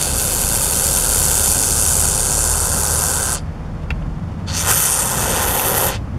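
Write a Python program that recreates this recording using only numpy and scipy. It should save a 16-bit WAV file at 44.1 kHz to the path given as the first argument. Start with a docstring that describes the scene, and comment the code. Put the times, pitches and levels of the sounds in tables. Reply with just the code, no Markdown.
"""A can of foam is emptied through its straw into the sill of a car: a long burst, then a short, wetter one.
Gas and foam leave in quick sputters: noise shaped by resonances into a gurgle, rasp, jet hiss and fizz.
The plastic trigger clicks between the bursts, during the second and after it: short noise rings its tones.
Outdoors, wind rumbles on the microphone (low noise), the open air rushes (noise) and engines drone (sines)."""
import sys
import numpy as np
from scipy import signal
from scipy.fft import rfft, irfft
from scipy.io import wavfile
from scipy.ndimage import uniform_filter1d

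SR = 44100
rng = np.random.default_rng(int(sys.argv[2]) if len(sys.argv) > 2 else 0)


def store_wav(level_fs):
    """Save 16-bit WAV to argv[1]."""
    pcm = np.round(np.clip(np.atleast_2d(level_fs), -1, 1) * 32767)
    wavfile.write(sys.argv[1], SR, pcm.T.astype(np.int16))


N = 272538

# the seal parts quickly, the finger needs longer to push the valve wide open,
# and once the seal is shut the straw bleeds empty (time to fall to 37 %)
PART_S, PUSH_S, BLEED_S = 0.028, 0.3, 0.010785


def gain_of(db):
    """Turns decibels into a factor."""
    return 10 ** (np.asarray(db) / 20)


def evened(x):
    """Scales a sound to rms 1."""
    return x / np.sqrt(np.mean(x ** 2) + 1e-20)


def ramp(u):
    """Rises from 0 to 1 and stays there."""
    return np.clip(u, 0, 1)


def follow(rows, t):
    """Reads the columns of a table at times t, with straight lines between its rows."""
    s, *columns = np.transpose(rows)
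    return [np.interp(t, s, column) for column in columns]


def read(points, hz):
    """Reads a table of f/Hz, level/dB on a log-frequency axis."""
    f, db = np.transpose(points)
    return np.interp(np.log(hz + 1), np.log(f), db)


def bells(rows, hz):
    """Adds up peaks and dips, in dB."""
    return sum(db / (1 + (2 * (hz - f) / width) ** 2) for f, width, db in rows)


def coloured(x, db_at, size=8192):
    """Filters with the gain db_at(Hz), down to -100 dB, without sounding ahead of time."""
    db = np.maximum(db_at(np.fft.rfftfreq(size, 1 / SR)), -100)
    log_gain = np.log(gain_of(np.r_[db, db[-2:0:-1]]))
    # the minimum-phase filter of this gain
    spectrum = np.exp(np.conj(signal.hilbert(log_gain)))
    taps = np.fft.ifft(spectrum).real
    return signal.oaconvolve(x, taps[:size // 2])[:len(x)]


def resonate(x, hz, width):
    """A resonance of gain 1, width in Hz, that follows the curve hz."""
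    turn = np.exp(2j * np.pi * np.cumsum(hz) / SR)
    r = np.exp(-np.pi * width / SR)
    # shift the resonance down to 0 Hz, smooth there, and shift back
    smoothed = signal.lfilter([1 - r], [1, -r], x / turn)
    return 2 * (turn * smoothed).real


def wander(n, hz):
    """Slow random drift, made of frequencies up to about hz."""
    f = np.fft.rfftfreq(N, 1 / SR)
    slow = rfft(rng.standard_normal(N)) / (1 + (f / hz) ** 4)
    return evened(irfft(slow, N))[:n]


def add(mix, s, sound):
    """Mixes a sound in at time s."""
    part = mix[round(s * SR):][:len(sound)]
    part += sound[:len(part)]


def wash(level_db, flicker_db):
    """The rush of the open air: noise with a fixed colour and a slight flicker."""
    # colour of the open air: f/Hz, level/dB (relative)
    air_colour = [(100, -6), (350, -4.5), (500, 0.5), (650, -2), (820, -2.5), (1040, -4.5), (1350, -8.5),
                  (1600, -11.5), (2700, -19.5), (3500, -23.5), (4400, -25), (7000, -30), (10000, -36),
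                  (13000, -43), (15000, -56)]
    air = evened(coloured(rng.standard_normal(N), lambda hz: read(air_colour, hz)))
    return air * gain_of(level_db + flicker_db * wander(N, 40))


def hum(t, hz, db, waver, fading_db):
    """One engine order, a sine: it swells in, wavers in pitch and level, and dies away."""
    fade_s = 0.14
    turn = 2 * np.pi * np.cumsum(hz * (1 + waver * wander(len(t), 8.2))) / SR
    swell = ramp((t - t[0]) / fade_s) * ramp((t[-1] - t) / fade_s)
    level = gain_of(db + fading_db * wander(len(t), 3.6))
    return t[0], swell * level * evened(np.sin(turn))


def engines(waver, fading_db):
    """Engines heard from afar: only their lowest orders, slow sines, carry this far."""
    # values that hum() lets waver; a nearer engine idles: t/s, f/Hz, level/dB
    idle = [(0, 39.5, -30), (0.45, 39, -27.5), (0.85, 38.57, -33.5), (1.15, 39.29, -27.5),
            (1.95, 38.1, -32), (2.25, 38.23, -26), (2.6, 38.56, -27.5), (2.85, 39, -37),
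            (4.05, 39.8, -28.5), (4.6, 40, -47.5)]
    # a far engine slowly gathers speed: t/s, f/Hz, fundamental level/dB, second order level/dB
    far_engine = [(0, 70.8, -35, -47.5), (0.9, 70.7, -34.5, -46), (1.2, 73.86, -25.5, -36.5),
                  (1.65, 75, -31.5, -42.5), (2.0, 75.22, -23.5, -34), (2.2, 74.5, -33.5, -38),
                  (2.5, 75.03, -27, -36), (3.3, 78.86, -31, -38), (3.899, 77.17, -42.5, -29.5),
                  (4.3, 81.55, -44, -33), (4.95, 79.6, -46, -35.5)]
    # other traffic drones in and out: start t/s, end t/s, start f/Hz, end f/Hz, level/dB
    drones = [(4.15, 4.84, 91.8, 98.4, -33), (4.799, 5.75, 53.2, 52.6, -37.5), (5.6, 6.3, 127, 124.9, -34)]
    out = np.zeros(N)
    t = np.arange(idle[0][0], idle[-1][0], 1 / SR)
    add(out, *hum(t, *follow(idle, t), waver, fading_db))
    t = np.arange(far_engine[0][0], far_engine[-1][0], 1 / SR)
    hz, first_db, second_db = follow(far_engine, t)
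    add(out, *hum(t, hz, first_db, waver, fading_db))
    add(out, *hum(t, 2 * hz, second_db, waver, fading_db))
    for start, end, start_hz, end_hz, db in drones:
        t = np.arange(max(start, 0), end, 1 / SR)
        add(out, *hum(t, np.linspace(start_hz, end_hz, len(t)), db, waver, fading_db))
    return out


def wind(t, trim_db, lumps_db):
    """Wind on the microphone: lumpy low noise, with a few buffets of wavering pitch."""
    # colour of the rumble: f/Hz, level/dB (relative)
    rumble_colour = [(12, -9), (25, -15), (55, 0.5), (100, 1), (135, -3), (185, -5), (240, -8.5),
                     (330, -15.5), (600, -52), (1200, -70.5)]
    # strength of the wind before trim and lumps: t/s, level/dB
    strength = [(0.0, -27.5), (2.1, -29.5), (2.65, -29), (3.8, -28), (4.65, -27.5), (4.9, -32),
                (5.3, -24.5), (5.55, -27), (6.18, -26.5)]
    # gusts that buffet the microphone: middle t/s, length/s, mean f/Hz, level before fading in and out/dB
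    gusts = [(4.669, 0.24, 99.7, -23), (5.975, 0.095, 107.3, -21.5)]
    rumble = evened(coloured(rng.standard_normal(N), lambda hz: read(rumble_colour, hz)))
    out = rumble * gain_of(follow(strength, t)[0] + trim_db + lumps_db * wander(N, 9.913))
    for s, length, hz, db in gusts:
        n = round(length * SR)
        eddy = np.sin(2 * np.pi * np.cumsum(hz * (1 + 0.17 * wander(n, 40))) / SR)
        add(out, s - length / 2, gain_of(db) * evened(eddy) * np.hanning(n))
    return out


def outdoors(x, echo_db, t60_s):
    """The surroundings return a faint, short echo: a dying tail of noise."""
    t = np.arange(SR // 3) / SR
    tail = rng.standard_normal(len(t)) * gain_of(-60 * t / t60_s)
    return x + gain_of(echo_db) * signal.oaconvolve(x, tail / np.linalg.norm(tail))[:N]


def click(s, peak_db, bright_db, thump_db):
    """The trigger snaps and chatters briefly, ringing its tones; the can jolts in the hand, a low thump."""
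    # what trigger and can ring with: f/Hz, level/dB (relative), time to fall by 60 dB/s
    ring_tones = [(990.73, -10, 0.018035), (1497, -1, 0.01), (1976.6, 0, 0.0084), (2380, 5, 0.011),
                  (2660, 8.5, 0.0086), (3280, -4, .006)]
    t = np.arange(SR // 8) / SR
    snap = 0.19 * rng.standard_normal(len(t)) * np.exp(-t / 0.0061)
    snap[0] = 1
    modes = sum(gain_of(db - 60 * t / t60) * np.sin(2 * np.pi * hz * t) for hz, db, t60 in ring_tones)
    ring = signal.oaconvolve(snap, modes)[:len(t)]
    ring = coloured(ring, lambda hz: bright_db * np.log2(np.clip(hz, 500, 9000) / 2000))
    thump = -np.sin(2 * np.pi * 62 * t) * np.exp(-t / 0.032)
    return s, gain_of(peak_db) * ring / abs(ring).max() + gain_of(thump_db) * thump


def scattered(x, echo_db, fade_s):
    """Hand, can, car and ground throw the sound back within a few milliseconds: sparse random echoes."""
    t = np.arange(SR // 30) / SR
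    signs = rng.choice([-1, 1], len(t))
    present = (rng.random(len(t)) < .1) * (t > .001)
    taps = signs * present * np.exp(-t / fade_s)
    taps *= gain_of(echo_db) / np.linalg.norm(taps)
    taps[0] = 1  # the direct sound
    return signal.oaconvolve(x, taps)[:len(x)]


def valve(press, t):
    """How freely gas passes the seal, and how wide the valve stands, both 0-1."""
    start, stop, let_go_s = press
    bleed = np.exp(-np.maximum(t - stop, 0) / BLEED_S)
    parted = ramp((t - start) / PART_S) ** 2 * bleed
    return parted, ramp((t - start) / PUSH_S) * ramp((stop - t) / let_go_s)


def flow_levels(flow, t, opening, unsteady_db):
    """Levels of gurgle, rasp, jet and fizz in dB: the flow, lifted by spurts and choked by the valve."""
    # a plug of foam or pocket of gas comes through: middle t/s, length/s, foam change/dB, gas change/dB
    spurts = [(1.504, 0.11, -1.5, 1.5), (3.343, 0.0586, -0.5, 1.5), (4.587, 0.16, -2, 9.5),
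              (4.697, 0.11, 9, 4), (4.999, 0.06, 1.5, 1.5)]
    # a barely open valve chokes the fizz most, the rasp hardly: gurgle/dB, rasp/dB, jet/dB, fizz/dB
    choke_db = [-12.5, -0.5, -14.5, -35]
    rasp_share = 0.28  # share of a spurt that reaches the rasp
    gurgle, rasp, jet, fizz = follow(flow, t)
    foam = np.zeros(len(t))
    gas = unsteady_db * wander(len(t), 9.7)
    for s, length, foam_db, gas_db in spurts:
        arch = np.sin(np.pi * ramp((t - s) / length + .5)) ** 2
        foam = foam + foam_db * arch
        gas = gas + gas_db * arch
    levels = [gurgle + foam, rasp + rasp_share * (foam + gas), jet + gas, fizz + gas]
    return [level + choke * (1 - opening) ** 1.5 for level, choke in zip(levels, choke_db)]


def sputters(rate, jitter, puff_s):
    """Strength of the gas flow: each slug of foam that clears the straw lets a short puff through."""
    n = len(rate)
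    uneven_rate = rate * np.exp(jitter * wander(n, 71.108) - jitter ** 2 / 2)
    turns = np.cumsum(uneven_rate) / SR
    kicks = np.zeros(n)
    kicks[np.flatnonzero(np.diff(np.floor(turns)))] = 1
    u = np.arange(SR // 50) / SR / puff_s
    puff = u ** 2 * np.exp(-u)
    return evened(signal.oaconvolve(kicks, puff)[:n])


def foam_spits(n, per_s):
    """Bursting bubbles: random spits of well under a millisecond each."""
    sizes = rng.uniform(0.21, 1, n) * (rng.random(n) < per_s / SR)
    return evened(signal.oaconvolve(sizes, np.hanning(SR // 1400), "same"))


def gas_jet(spray, t, press, opening, jet_hz, jet_db):
    """Hiss of the gas: the outlet resonates, and a barely open valve narrows it to a whistling slit."""
    # through a barely open valve the jet rings low and strongly, and the slit itself whistles
    slit_hz, slit_db = 4700, 3
    whistle_hz, whistle_db = 4480, 15
    dull_hz, dull_db_per_octave = 6500, 15
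    # as the valve opens, the resonance moves from the slit's pitch and level to those of the outlet
    slit = np.cos(np.pi / 2 * opening) ** 2
    jet_hz = jet_hz + slit * (slit_hz - jet_hz)
    jet_db = jet_db + (1 - opening ** 2) * (slit_db - jet_db)
    jet = spray + gain_of(jet_db) * resonate(spray, jet_hz, width=700)
    # the outlet also cancels part of the hiss close to its resonance
    jet -= np.minimum(gain_of(jet_db), 1) * 0.48 * resonate(jet, jet_hz * 0.99, width=620)
    # the slit whistles only while the seal is first pushed open
    cracking = slit ** 3 * (t < press[0] + PUSH_S)
    whistle = resonate(spray, np.full(len(t), whistle_hz), width=420)
    jet += gain_of(whistle_db) * cracking * whistle
    # the narrower the slit, the duller the hiss
    dull = coloured(jet, lambda hz: -dull_db_per_octave * np.log2(np.maximum(hz / dull_hz, 1)))
    return (1 - slit) * jet + slit * dull


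def burst(press, flow, outlet, colour, jitter, puff_s, steady_db, spit_db, spits_per_s, churn_db, trim_db):
    """Puffs of gas and spits of foam, as noise, excite the outlet and the nook between can and car."""
    # peaks and dips of the nook between can and car body: f/Hz, width/Hz, level/dB
    nook = [(405, 35, 1.5), (455, 35, -2.5), (520, 50, 3.5), (650, 80, -7.5), (1045, 45, 4),
            (1120, 130, -7.5), (1690, 90, -5.7), (2860, 100, -8.5), (3280, 200, -11), (3720, 380, -7.3),
            (4160, 300, -6.8), (4830, 140, -9.5), (5250, 220, -8.6), (5560, 110, -7), (5990, 450, -7.4),
            (6470, 220, -3.5), (6870, 390, -7.8), (7550, 270, -6.7), (8440, 120, -5.5), (8780, 160, -4),
            (9060, 150, 5), (9420, 260, 3.5), (9970, 140, 5.5), (10760, 130, -4), (11890, 200, -3.6),
            (12360, 130, -5), (12780, 160, -6)]
    # where gurgle, rasp, jet and fizz meet, with the outer limits: f/Hz
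    edges_hz = [250, 2000, 5000, 10500, 17000]
    # small things scatter the treble most: gurgle/dB, rasp/dB, jet/dB, fizz/dB
    scatter_db = [-21, -13.5, -11.5, -9]
    t = np.arange(max(press[0], 0), press[1] + 10 * BLEED_S, 1 / SR)
    n = len(t)
    parted, opening = valve(press, t)
    jet_hz, jet_db, gurgle_hz, sputter_rate = follow(outlet, t)
    puffs = sputters(sputter_rate, jitter, puff_s)
    spits = foam_spits(n, spits_per_s)
    strength = (gain_of(steady_db) + puffs) * (1 + gain_of(spit_db) * spits)
    spray = evened(strength * rng.standard_normal(n))
    # the foam churns more evenly than the gas escapes
    churn = spray + gain_of(churn_db) * rng.standard_normal(n)
    gurgle = churn + 0.85 * resonate(churn, gurgle_hz, width=800)
    jet = gas_jet(spray, t, press, opening, jet_hz, jet_db)
    # gurgle, rasp, jet and fizz each follow their own share of the flow
    out = np.zeros(n)
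    levels = flow_levels(flow, t, opening, unsteady_db=0.44)
    filter_sizes = [401, 101, 41, 41]
    layers = zip([gurgle, jet, jet, jet], edges_hz, edges_hz[1:], levels, trim_db, scatter_db, filter_sizes)
    for drive, lo, hi, level_db, trim, echo_db, size in layers:
        echoed = scattered(drive, echo_db, fade_s=0.0081)
        sound = coloured(echoed, lambda hz: read(colour, hz) + bells(nook, hz))
        band_filter = signal.firwin(size, [lo, hi], pass_zero=False, fs=SR)
        band = signal.oaconvolve(sound, band_filter, "same")
        # the can's pressure keeps the mean flow even over many sputters
        band /= np.sqrt(uniform_filter1d(band ** 2, SR // 9) + 1e-12)
        out += gain_of(level_db + trim) * band
    return t[0], parted * out


def scene():
    """Two bursts and the trigger's clicks over wind, open air and far engines."""
    # the two presses, the first just before the scene begins: valve cracks t/s, valve seals t/s, let go/s
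    long_press, short_press = (-0.4, 3.384, 0.042), (4.456, 5.96, 0.1)
    # flow with the valve open, before spurts and trim:
    # t/s, foam gurgle level/dB, straw rasp level/dB, gas jet level/dB, bubble fizz level/dB
    long_flow, short_flow = [(0, -29.5, -28, -20, -28), (0.14, -29.5, -32.5, -23.5, -32.5),
                             (0.18, -29.5, -31.5, -21.5, -25.5), (1.48, -27.5, -30.5, -17, -24),
                             (1.75, -29.5, -33, -18.5, -28), (2.02, -28, -32.5, -16, -24),
                             (2.13, -29, -33, -19, -30.5), (2.5, -27.5, -34.5, -18, -28.5),
                             (2.68, -27.5, -35, -20.5, -29.5), (3.05, -26.5, -34, -19, -27),
                             (3.3, -27.5, -34, -22, -33)], [(4.64, -25, -31.5, -24, -27.5),
                                                (4.71, -27, -28.5, -18.5, -22.5),
                                                (4.79, -27, -29.5, -19.5, -20),
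                                                (4.93, -27.5, -32, -17.5, -27.5),
                                                (5.06, -26.5, -34.5, -22.3, -29),
                                                (5.38, -21.5, -28.5, -23, -29),
                                                (5.5, -23, -30.5, -26, -22.5),
                                                (5.86, -20.5, -30, -24.5, -21.5)]
    # with the valve wide open, the trigger sets the pitch of the jet; foam at the outlet sets that of
    # the gurgle and how fast slugs interrupt the gas:
    # t/s, jet f/Hz, jet resonance level/dB, gurgle f/Hz, mean sputters per second
    long_outlet, short_outlet = [(0, 10400, -26.5, 640, 100), (0.25, 10000, -26, 660, 128),
                                 (0.65, 9800, -26, 690, 103.5), (1.2, 9446, -28, 740, 104.5),
                                 (1.68, 9400, -23, 730, 122), (2.0, 9300, -29, 700, 100),
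                                 (2.4, 7660, -14, 800, 125), (3.25, 7623, -26, 1090, 121)], [(4.73, 8000, -13, 1280, 160),
                                                      (4.83, 10000, 5, 1246, 165),
                                                      (4.96, 9500, 8, 1105, 170),
                                                      (5.25, 7300, -6, 700, 185),
                                                      (5.4, 5899, -20, 517, 192),
                                                      (5.85, 8600, -26.5, 584.6, 170)]
    # colour of each burst, before each band is set to its flow level: f/Hz, level/dB (relative)
    long_colour, short_colour = [(280, -14), (400, -4.5), (500, -3.5), (780, -5), (1050, -7.5), (1550, -4),
                                 (1800, -18), (2300, -19.5), (3500, -8.5), (4600, -11), (7200, -3),
                                 (9800, -11), (12300, -15.5), (15000, -31.5)], [(280, -7.5), (500, -1.5), (780, -0.5), (1500, -3),
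                                                      (2030, -7), (2200, -12), (3400, -0.5), (4600, -11.5),
                                                      (6000, -2.5), (9000, -8.5), (10400, -17),
                                                      (11500, -12.5), (14300, -22.5), (15500, -35)]
    # clicks of trigger and can in the hand: t/s, ring peak level/dB, brightness/dB per octave, thump level/dB
    clicks = [(3.8354, -40, 8, -56.5), (3.9047, -11, -1.5, -16.5), (4.0229, -34, -1.5, -48),
              (5.594, -13, 2, -38.5), (6.066, -37, -10, -30)]
    t = np.arange(N) / SR
    can = np.zeros(N)
    add(can, *burst(long_press, long_flow, long_outlet, long_colour, jitter=.23, puff_s=0.00064, steady_db=2.3,
                    spit_db=-11.5, spits_per_s=2000, churn_db=-1, trim_db=[0.056, 0.1, .1, .1]))
    add(can, *burst(short_press, short_flow, short_outlet, short_colour, jitter=.4, puff_s=0.00051,
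                    steady_db=3.5, spit_db=-16.0, spits_per_s=2000, churn_db=-3.0,
                    trim_db=[0.064, 0.15, .1, .1]))
    for row in clicks:
        add(can, *click(*row))
    air = wind(t, trim_db=1.04, lumps_db=1.05)
    air += wash(level_db=-38.0, flicker_db=0.5)
    air += engines(waver=0.0048, fading_db=0.95)
    return (outdoors(can, echo_db=-25, t60_s=0.27) + air)[None]


def record(dry):
    """The microphone port cuts notches, peaks clip at full scale, and the top treble is cut off."""
    # notches of the microphone port: f/Hz, width/Hz, level/dB
    port = [(3963, 71, -24.5), (7790, 156, -7.5)]
    edge_hz = 15720
    heard = np.clip(coloured(dry[0], lambda hz: bells(port, hz)), -1, 1)
    low_pass = signal.firwin(611, edge_hz, window=("kaiser", 9), fs=SR)
    return signal.oaconvolve(heard, low_pass, "same")[None]


dry = scene()
out = record(dry)
store_wav(out)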